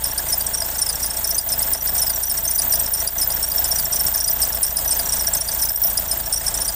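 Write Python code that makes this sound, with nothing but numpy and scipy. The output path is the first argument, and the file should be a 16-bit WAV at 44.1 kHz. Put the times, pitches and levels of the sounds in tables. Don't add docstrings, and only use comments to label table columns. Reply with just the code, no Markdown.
import sys
import numpy as np
from scipy import signal
from scipy.fft import rfft, irfft, next_fast_len
from scipy.io import wavfile
from scipy.ndimage import uniform_filter1d, minimum_filter1d, map_coordinates

SR = 44100
rng = np.random.default_rng(int(sys.argv[2]) if len(sys.argv) > 2 else 0)


def level_to_linear(level):
    exponent = np.asarray(level, float) / 20
    return 10 ** exponent


def to_wav(s):
    ch = np.atleast_2d(s).T
    pcm = np.round(np.clip(ch, -1, 1) * 32767)
    wavfile.write(sys.argv[1], SR, pcm.astype(np.int16))


N = 297675

IDLE_HZ = 14.155
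BELT_LOOPS = .2926
STRAY_S = 0.01082
FULL_DB, KNEE_DB = -16, 3
STICK_DB = -28.5
SPREAD = 1.5

# time in seconds, lead in turns.
CRANK_DRIFT = [(0.0, -0.13), (0.4, -0.132), (0.9, -0.119), (1.4, -0.114), (1.9, -0.12), (2.4, -0.117),
               (2.9, -0.104), (3.4, -0.102), (3.9, -0.106), (4.4, -0.105), (4.9, -0.104), (5.4, -0.1),
               (5.9, -0.107), (6.4, -0.118), (6.75, -0.116)]
# time in seconds, level in dB.
BLOCK_LEVEL = [(0, -36.5), (1.1, -36.5), (2.1, -35.5), (3.4, -34.5), (4.5, -35.5), (5.4, -34.5), (6.1, -37),
               (6.75, -34)]
# centre in seconds, depth in dB, half width in seconds.
GAIN_DUCKS = [(1.14, -2, 0.057), (1.42, -5.5, 0.039), (1.8, -4.5, 0.041), (2.28, -4, 0.13),
              (2.55, -3.5, 0.053), (2.96, -3.5, 0.074), (3.11, -7, 0.046), (3.5, -4, 0.068),
              (3.9, -2, 0.082), (4.25, -4, .06), (4.68, -2, 0.14), (5.17, -1.5, 0.066), (5.44, -5.5, 0.048),
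              (5.76, -7, 0.073), (6.38, -2.5, 0.049), (6.69, -5, 0.072)]
# frequency in Hz, density in dB per Hz.
AIR_SPECTRUM = [(2060, -10.5), (3500, -18), (4780, -10), (5460, -24), (6570, -5.5), (8970, 0),
                (9990, -10.5), (12600, -12.5), (14500, 1.5), (15400, -2), (16000, -36)]
# frequency in Hz, level in dB.
EXHAUST_PIPE = [(14, -52), (28, -3), (57, 2.5), (85, -9.5), (113, -13), (142, -9.5), (200, -20.5),
                (300, -22), (600, -60)]
# time in seconds, pitch in Hz, level in dB.
FAN = [
    (3.9, 49, -64),
    (4.4, 50.7, -41),
    (5.2, 48.1, -44),
    (6, 47.43, -43),
    (6.75, 48, -38),
]
# low knock in dB, high knock in dB, thud in dB,
# valve tick in dB, cover knock in dB.
CYLINDERS = [(-15, 3.5, 3, -6.5, -6.5), (4, 7, 1.5, -16, 8), (-12.5, 4.5, 2.5, -6, 4.5),
             (-5, 6.5, 1.5, -17.5, 7)]
# frequency in Hz, width in Hz, level in dB.
BLOCK_MODES = [(621, 12, 0.5), (667.3, 22, 11), (809, 30, -5)]
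# frequency in Hz, width in Hz, level in dB.
HEAD_MODES = [(1400, 150, -10), (1670, 110, 0), (2050, 50, -2), (3430, 150, -8), (3930, 120, -11)]
# frequency in Hz, width in Hz, level in dB.
COVER_MODES = [(960, 270, 4.5), (1127, 70, 12.5)]
# frequency in Hz, level in dB.
GEARS = [(877.5, -49.5), (904.4, -56.5)]
# frequency in Hz, density in dB per Hz.
ROAR_SPECTRUM = [(20, -22), (40, -18), (70, -6), (110, -11.5), (389, -19.5), (671, -9), (1240, -20.5),
                 (1660, -17.5), (2050, -31), (2500, -24), (3350, -19), (4500, -26), (6000, -82)]
# time in seconds, level in dB.
WHISTLE_LEVEL = [(0.0, -30), (0.28, -26), (0.83, -31), (1.73, -21), (1.77, -29), (1.84, -24), (2.1, -21),
                 (2.16, -24.5), (2.71, -22), (3.14, -24.5), (3.27, -22.5), (5.38, -25), (5.43, -31),
                 (5.85, -17), (5.96, -26.5), (6.67, -30), (6.73, -33), (6.75, -25)]
# cycles a turn, swing in Hz, lag in cycles of the
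WHISTLE_SWING = [(0.5852, 136, 0.88), (0.8778, 220, 0.22), (1.1704, 59, 0.97), (1.463, 85, 0.09),
                 (1.7556, 122, 0.81), (2.3408, 67, 0.94), (2.926, 59, 0.75), (3.2186, 57, 0.43),
                 (1, 173, 0.02), (2, 153, 0.08), (4, 56, 0.5), (4.628, 104, 0.6)]
# frequency in Hz, width in Hz, level in dB.
PULLEY_MODES = [(4855, 120, -11.5), (5060, 26, 1), (5353, 86, 0.5), (5510, 68, 1.5), (5790, 360, -3),
                (7500, 160, -4), (8450, 490, -5), (9135, 89, 0), (10500, 790, -9.5), (11600, 230, -13)]
# slip in dB, low tone in Hz, high over low tone in dB,
# high tone in Hz.
BELT_WEAR = [(-70, 6600, -1, 9220.0), (-55.5, 5470.0, 9, 8400), (-39.6, 5300.0, 7, 8300),
             (-36, 5490.0, -0.0, 9090.0), (-28, 5540.0, 1, 9190.0), (-32, 5420.0, 0.1, 8930.0),
             (-22, 5510.0, -2.5, 8690.0), (-27.5, 5700.0, 1.3, 8840.0), (-30.5, 5340.0, 2, 9260.0),
             (-24, 5340.0, -0.5, 9260.0), (-27, 5480.0, -1.8, 9160.0), (-19.5, 5510.0, 0.3, 9530.0),
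             (-33.5, 5710.0, -3.5, 9260.0), (-36.5, 5650.0, -2, 9270.0), (-42.5, 5600.0, -5, 9190.0),
             (-30.5, 5370.0, -0.5, 8970.0), (-35.5, 5690.0, 1.5, 8470.0), (-84, 6600, 3, 9110.0),
             (-39, 5330.0, 3, 9210.0), (-28, 5200.0, -0.2, 9430.0), (-27.5, 5040.0, 3.5, 9570.0),
             (-30, 5490.0, -3.5, 9170.0), (-36, 5600.0, -6, 9420.0), (-22, 5560.0, -2, 8700),
             (-46.5, 5480.0, 4, 9030.0), (-38.5, 5480.0, 4, 8830.0), (-37, 5640.0, -3.5, 8190.0),
             (-49, 5560.0, -0.2, 8000)]
# cycles a turn, slip in dB, lag in cycles of the
JERK = [(0.5, 0.9, 0.16), (1.0, 6.1, 0.57), (2.0, 9.2, 0.1), (3.0, 1.0, 0.1), (4.0, 3.7, 0.83),
        (4.628, 2.0, 0.19), (2.628, 2.4, 0.15), (0.628, 2.7, 0.35), (6.628, 0.3, 0.03)]
# cycles a turn, low tone in Hz, its lag in cycles of the beat, high
# tone in dB, its lag in cycles of the beat.
TENSION = [(0.5, 10.4, 0.3, 0.9, 0.59), (1.0, 172.5, 0.04, 1.2, 0.64), (2.0, 172.2, 0.04, 1.8, 0.74),
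           (3.0, 21.4, 0.7, 1.5, 0.43), (4.0, 28.4, 0.85, 1.5, 0.51), (4.628, 49.5, 0.73, 1.0, 0.97),
           (2.628, 8.5, 0.92, 0.4, 0.25)]
# time in seconds, slip in dB, low tone in Hz,
# high tone in dB.
STRAYS = [(0.043, -11.5, -4, 0.5), (0.686, -15, 0.0, -2), (0.793, 9.7, -20.5, 1.5), (0.867, 12, -180.0, 4),
          (1.171, -14, 2, 2), (1.351, 18, 116, -6), (1.741, -11.5, -3.5, 5.5), (1.982, 10.1, -75.5, 4),
          (2.072, 11, -140.0, -1.5), (2.301, 11, -9.5, 4), (2.484, 9, 27.5, -2.9), (2.553, 15.6, 145, -0.5),
          (2.834, -21.7, -0.0, 0.0), (2.862, -9.6, 0.5, 4), (3.434, -7.5, 1, 3.5), (3.765, 9.5, 78, 1.5),
          (3.96, 8.8, 9, 2), (4.244, 13.2, -47.5, 7), (4.954, 14, -0.0, -3), (5.093, 16, 10.0, -9),
          (5.199, 14, 9, -5.5), (5.278, 9.2, 13, -6), (5.371, 8, -8, -3), (5.598, 12, -29.5, -4),
          (5.902, -12.5, 1, 2), (6.131, -10, -2, -0.0), (6.224, -20.3, -8, -0.0), (6.375, 7.1, 17.5, 0),
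          (6.649, 21, -80, 1), (6.68, 27, -190.0, -2.5)]


def unit(x):
    return x / np.sqrt(np.mean(x ** 2) + 1e-20)


def along(points, hz):
    f, v = np.transpose(points)
    return np.interp(np.log(hz + 1), np.log(f + 1), v)


def curves(rows):
    s, *cols = np.transpose(rows)
    return [np.interp(np.arange(N) / SR, s, c) for c in cols]


def wobble(rate):
    knots = rng.standard_normal(int(N * 2000 / SR))
    return unit(map_coordinates(knots, [np.arange(N) * rate / SR]))


def filtered(x, response):
    m = 2 * next_fast_len(N // 2 + SR // 4)
    return irfft(rfft(x, m) * response(np.fft.rfftfreq(m, 1 / SR)), m)[:N]


def modes(table):
    def response(f):
        total = 0
        for k, (centre, width, db) in enumerate(table):
            damping = 1j * f * width
            total = total + (-1) ** k * level_to_linear(db) * damping / (centre * centre - f * f + damping)
        return total
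    return response


def hiss(spectrum):
    return unit(filtered(rng.standard_normal(N), lambda hz: level_to_linear(along(spectrum, hz))))


def sine(hz):
    return np.sin(2 * np.pi * np.cumsum(hz) / SR)


def turns():
    return IDLE_HZ * np.arange(N) / SR + curves(CRANK_DRIFT)[0]


def beat(cycles, size, lag):
    return size * np.cos(2 * np.pi * (cycles * turns() - lag))


def firings(lag, column, scatter_db):
    stroke = np.floor(2 * (turns() - lag)).astype(int) + 4
    size_db = np.array(CYLINDERS)[stroke % len(CYLINDERS), column] + scatter_db * rng.standard_normal(N)
    return level_to_linear(size_db) * (np.diff(stroke, prepend=stroke[0]) > 0)


def bursts(pulses, rise, same):
    u = np.arange(SR // 20) / SR / rise
    shape = u * np.exp(1 - u)
    alike = signal.fftconvolve(pulses, shape * rng.standard_normal(len(u)))[:N]
    fresh = signal.fftconvolve(pulses, shape)[:N] * rng.standard_normal(N)
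    return same * alike + (1 - same) * fresh


def gain_db():
    t = np.arange(N) / SR
    return curves(BLOCK_LEVEL)[0] + sum(db * np.exp(-((t - s) / width) ** 2) for s, db, width in GAIN_DUCKS)


def air():
    breath_db = 2.35 * np.cos(4 * np.pi * (turns() - .07)) + 1.94 * wobble(25)
    slips = bursts(firings(-0.06, column=2, scatter_db=5), rise=0.0069, same=0)
    faint = level_to_linear(-10.5) * unit(filtered(slips, modes(PULLEY_MODES)))
    return level_to_linear(gain_db() + 5.0) * (level_to_linear(breath_db) * hiss(AIR_SPECTRUM) + faint)


def exhaust():
    pipe = lambda hz: level_to_linear(along(EXHAUST_PIPE, hz)) * np.exp(1j / (1 + (hz / 40) ** 4))
    thuds = -unit(filtered(firings(.375, column=2, scatter_db=.8), pipe))
    return level_to_linear(gain_db() - 1.0) * thuds


def fan():
    fan_hz, fan_db = curves(FAN)
    return level_to_linear(fan_db + 2.0) * sine(fan_hz)


def block():
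    valves = firings(.3, column=3, scatter_db=0.0)
    low = bursts(firings(.12, column=0, scatter_db=1) + valves, rise=.0012, same=.85)
    mid = bursts(firings(.06, column=4, scatter_db=1.2) + valves, rise=.0055, same=.7)
    high = bursts(firings(.065, column=1, scatter_db=1.2) + .4 * valves, rise=.0035, same=.3)
    knock = level_to_linear(-8) * unit(filtered(low, modes(BLOCK_MODES)))
    knock = knock + level_to_linear(-14.5) * unit(filtered(mid, modes(COVER_MODES)))
    knock = knock + level_to_linear(-7.5) * unit(filtered(high, modes(HEAD_MODES)))
    steady = level_to_linear(-17) * unit(filtered(rng.standard_normal(N), modes(BLOCK_MODES + HEAD_MODES)))
    roar = level_to_linear(-1.5) * hiss(ROAR_SPECTRUM)
    lull_db = 2.0 * np.cos(4 * np.pi * (turns() - .23)) + 0.94 * wobble(12)
    gears = 0
    for hz, db in GEARS:
        gears = gears + level_to_linear(db + 41.7 + .4 * wobble(3)) * np.sin(2 * np.pi * hz / IDLE_HZ * turns())
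    return level_to_linear(gain_db()) * (knock + level_to_linear(lull_db) * (steady + roar) + gears)


def whistle():
    swing = sum(beat(*row) for row in WHISTLE_SWING)
    snags = (rng.random(N) < 60 / SR) * rng.random(N) * np.clip(.5 - swing / 500, 0, 1.3)
    u = np.arange(SR // 50) / SR / .0016
    slips = signal.fftconvolve(snags, u * np.exp(1 - u))[:N]
    pitch_hz = 14620 + 1.2 * swing + 130 * wobble(170) + 70 * wobble(500) - 600 * slips
    drag_db = -3.5 * slips - 0.0073 * swing - 2.9 * np.cos(4 * np.pi * (turns() - .06))
    grip = 1 + .55 * wobble(300) + .25 * wobble(900)
    ride_db = -0.4 + 0.56 * (gain_db() - curves(BLOCK_LEVEL)[0] + 3.0)
    level_db = curves(WHISTLE_LEVEL)[0] + ride_db + drag_db + 1.3 * wobble(50)
    return level_to_linear(level_db) * grip * sine(pitch_hz)


def slipping():
    t = np.arange(N) / SR
    place = BELT_LOOPS * turns() % 1 * len(BELT_WEAR)
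    wear = [map_coordinates(c, [place], mode="grid-wrap") for c in np.transpose(BELT_WEAR)]
    slip_db, low_hz, high_db, high_hz = wear
    stray = sum(np.outer(change, np.exp(-((t - s) / STRAY_S) ** 2)) for s, *change in STRAYS)
    slip_db = slip_db + stray[0] + sum(beat(*row) for row in JERK) + 1.2 * wobble(70)
    low_hz = low_hz + stray[1] + sum(beat(c, hz, lag) for c, hz, lag, _, _ in TENSION)
    high_db = high_db + stray[2] + sum(beat(c, db, lag) for c, _, _, db, lag in TENSION) + 0.85 * wobble(30)

    soft = lambda over_db: KNEE_DB * np.logaddexp(0, over_db / KNEE_DB)
    db = FULL_DB + 1.45 - soft(FULL_DB - slip_db) - 1.0 * soft(STICK_DB - slip_db)
    db = db + 1.1 * (gain_db() + 36.0) + 0.71 * wobble(60)

    wider = lambda hz, mid_hz: mid_hz + SPREAD * (hz - mid_hz)
    upper_hz = np.array([hz for hz, _, _ in PULLEY_MODES if hz > 7000])
    high_hz = wider(high_hz, 9150) + 250 * wobble(25)
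    nearest = abs(high_hz[:, None] - upper_hz).argmin(axis=1)
    locked_hz = uniform_filter1d(upper_hz[nearest] * 1., size=90)
    return db, wider(low_hz, 5440), high_db, .75 * locked_hz + .25 * high_hz


def chirps():
    db, low_hz, high_db, high_hz = slipping()
    low_flutter = 1 + .45 * wobble(350)
    high_flutter = 1 + .7 * wobble(450)
    octave_flutter = 1 + .8 * wobble(400)
    drift = 2 * np.pi * np.cumsum(90 * wobble(330)) / SR
    glide = 2 * np.pi * np.cumsum(low_hz) / SR + drift
    low = low_flutter * np.sin(glide)
    high = high_flutter * np.sin(2 * np.pi * np.cumsum(high_hz) / SR + 0.598 * drift)
    octave = level_to_linear(-10.5 + 3.2 * wobble(30)) * octave_flutter * np.sin(2 * glide)
    tones = level_to_linear(db - 2.0) * low + level_to_linear(db + high_db - 0.93) * (high + octave)
    scrape = level_to_linear(db + high_db + 2.5) * rng.standard_normal(N)
    return 0.79 * tones + filtered(scrape + 0.34 * tones, modes(PULLEY_MODES))


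def bay(x):
    t = np.arange(SR // 10) / SR
    tail = rng.standard_normal(len(t)) * level_to_linear(-60 * t / .06)
    return signal.fftconvolve(x, tail / np.linalg.norm(tail))[:N]


def scene():
    belt = chirps() + whistle()
    return (air() + fan() + exhaust() + block() + belt + level_to_linear(-8.0) * bay(belt))[None]


def top_cut(x):
    return signal.sosfilt(signal.butter(12, 16380, fs=SR, output="sos"), x)


def record(dry):
    limit = (1 + abs(dry[0] / .56) ** 4) ** -.25
    held = dry[0] * uniform_filter1d(minimum_filter1d(limit, size=60), size=40)
    held = filtered(held, lambda hz: 1 / (1 + (hz / 15750) ** 120))
    return top_cut(held[None])


dry = scene()
out = record(dry)
to_wav(out)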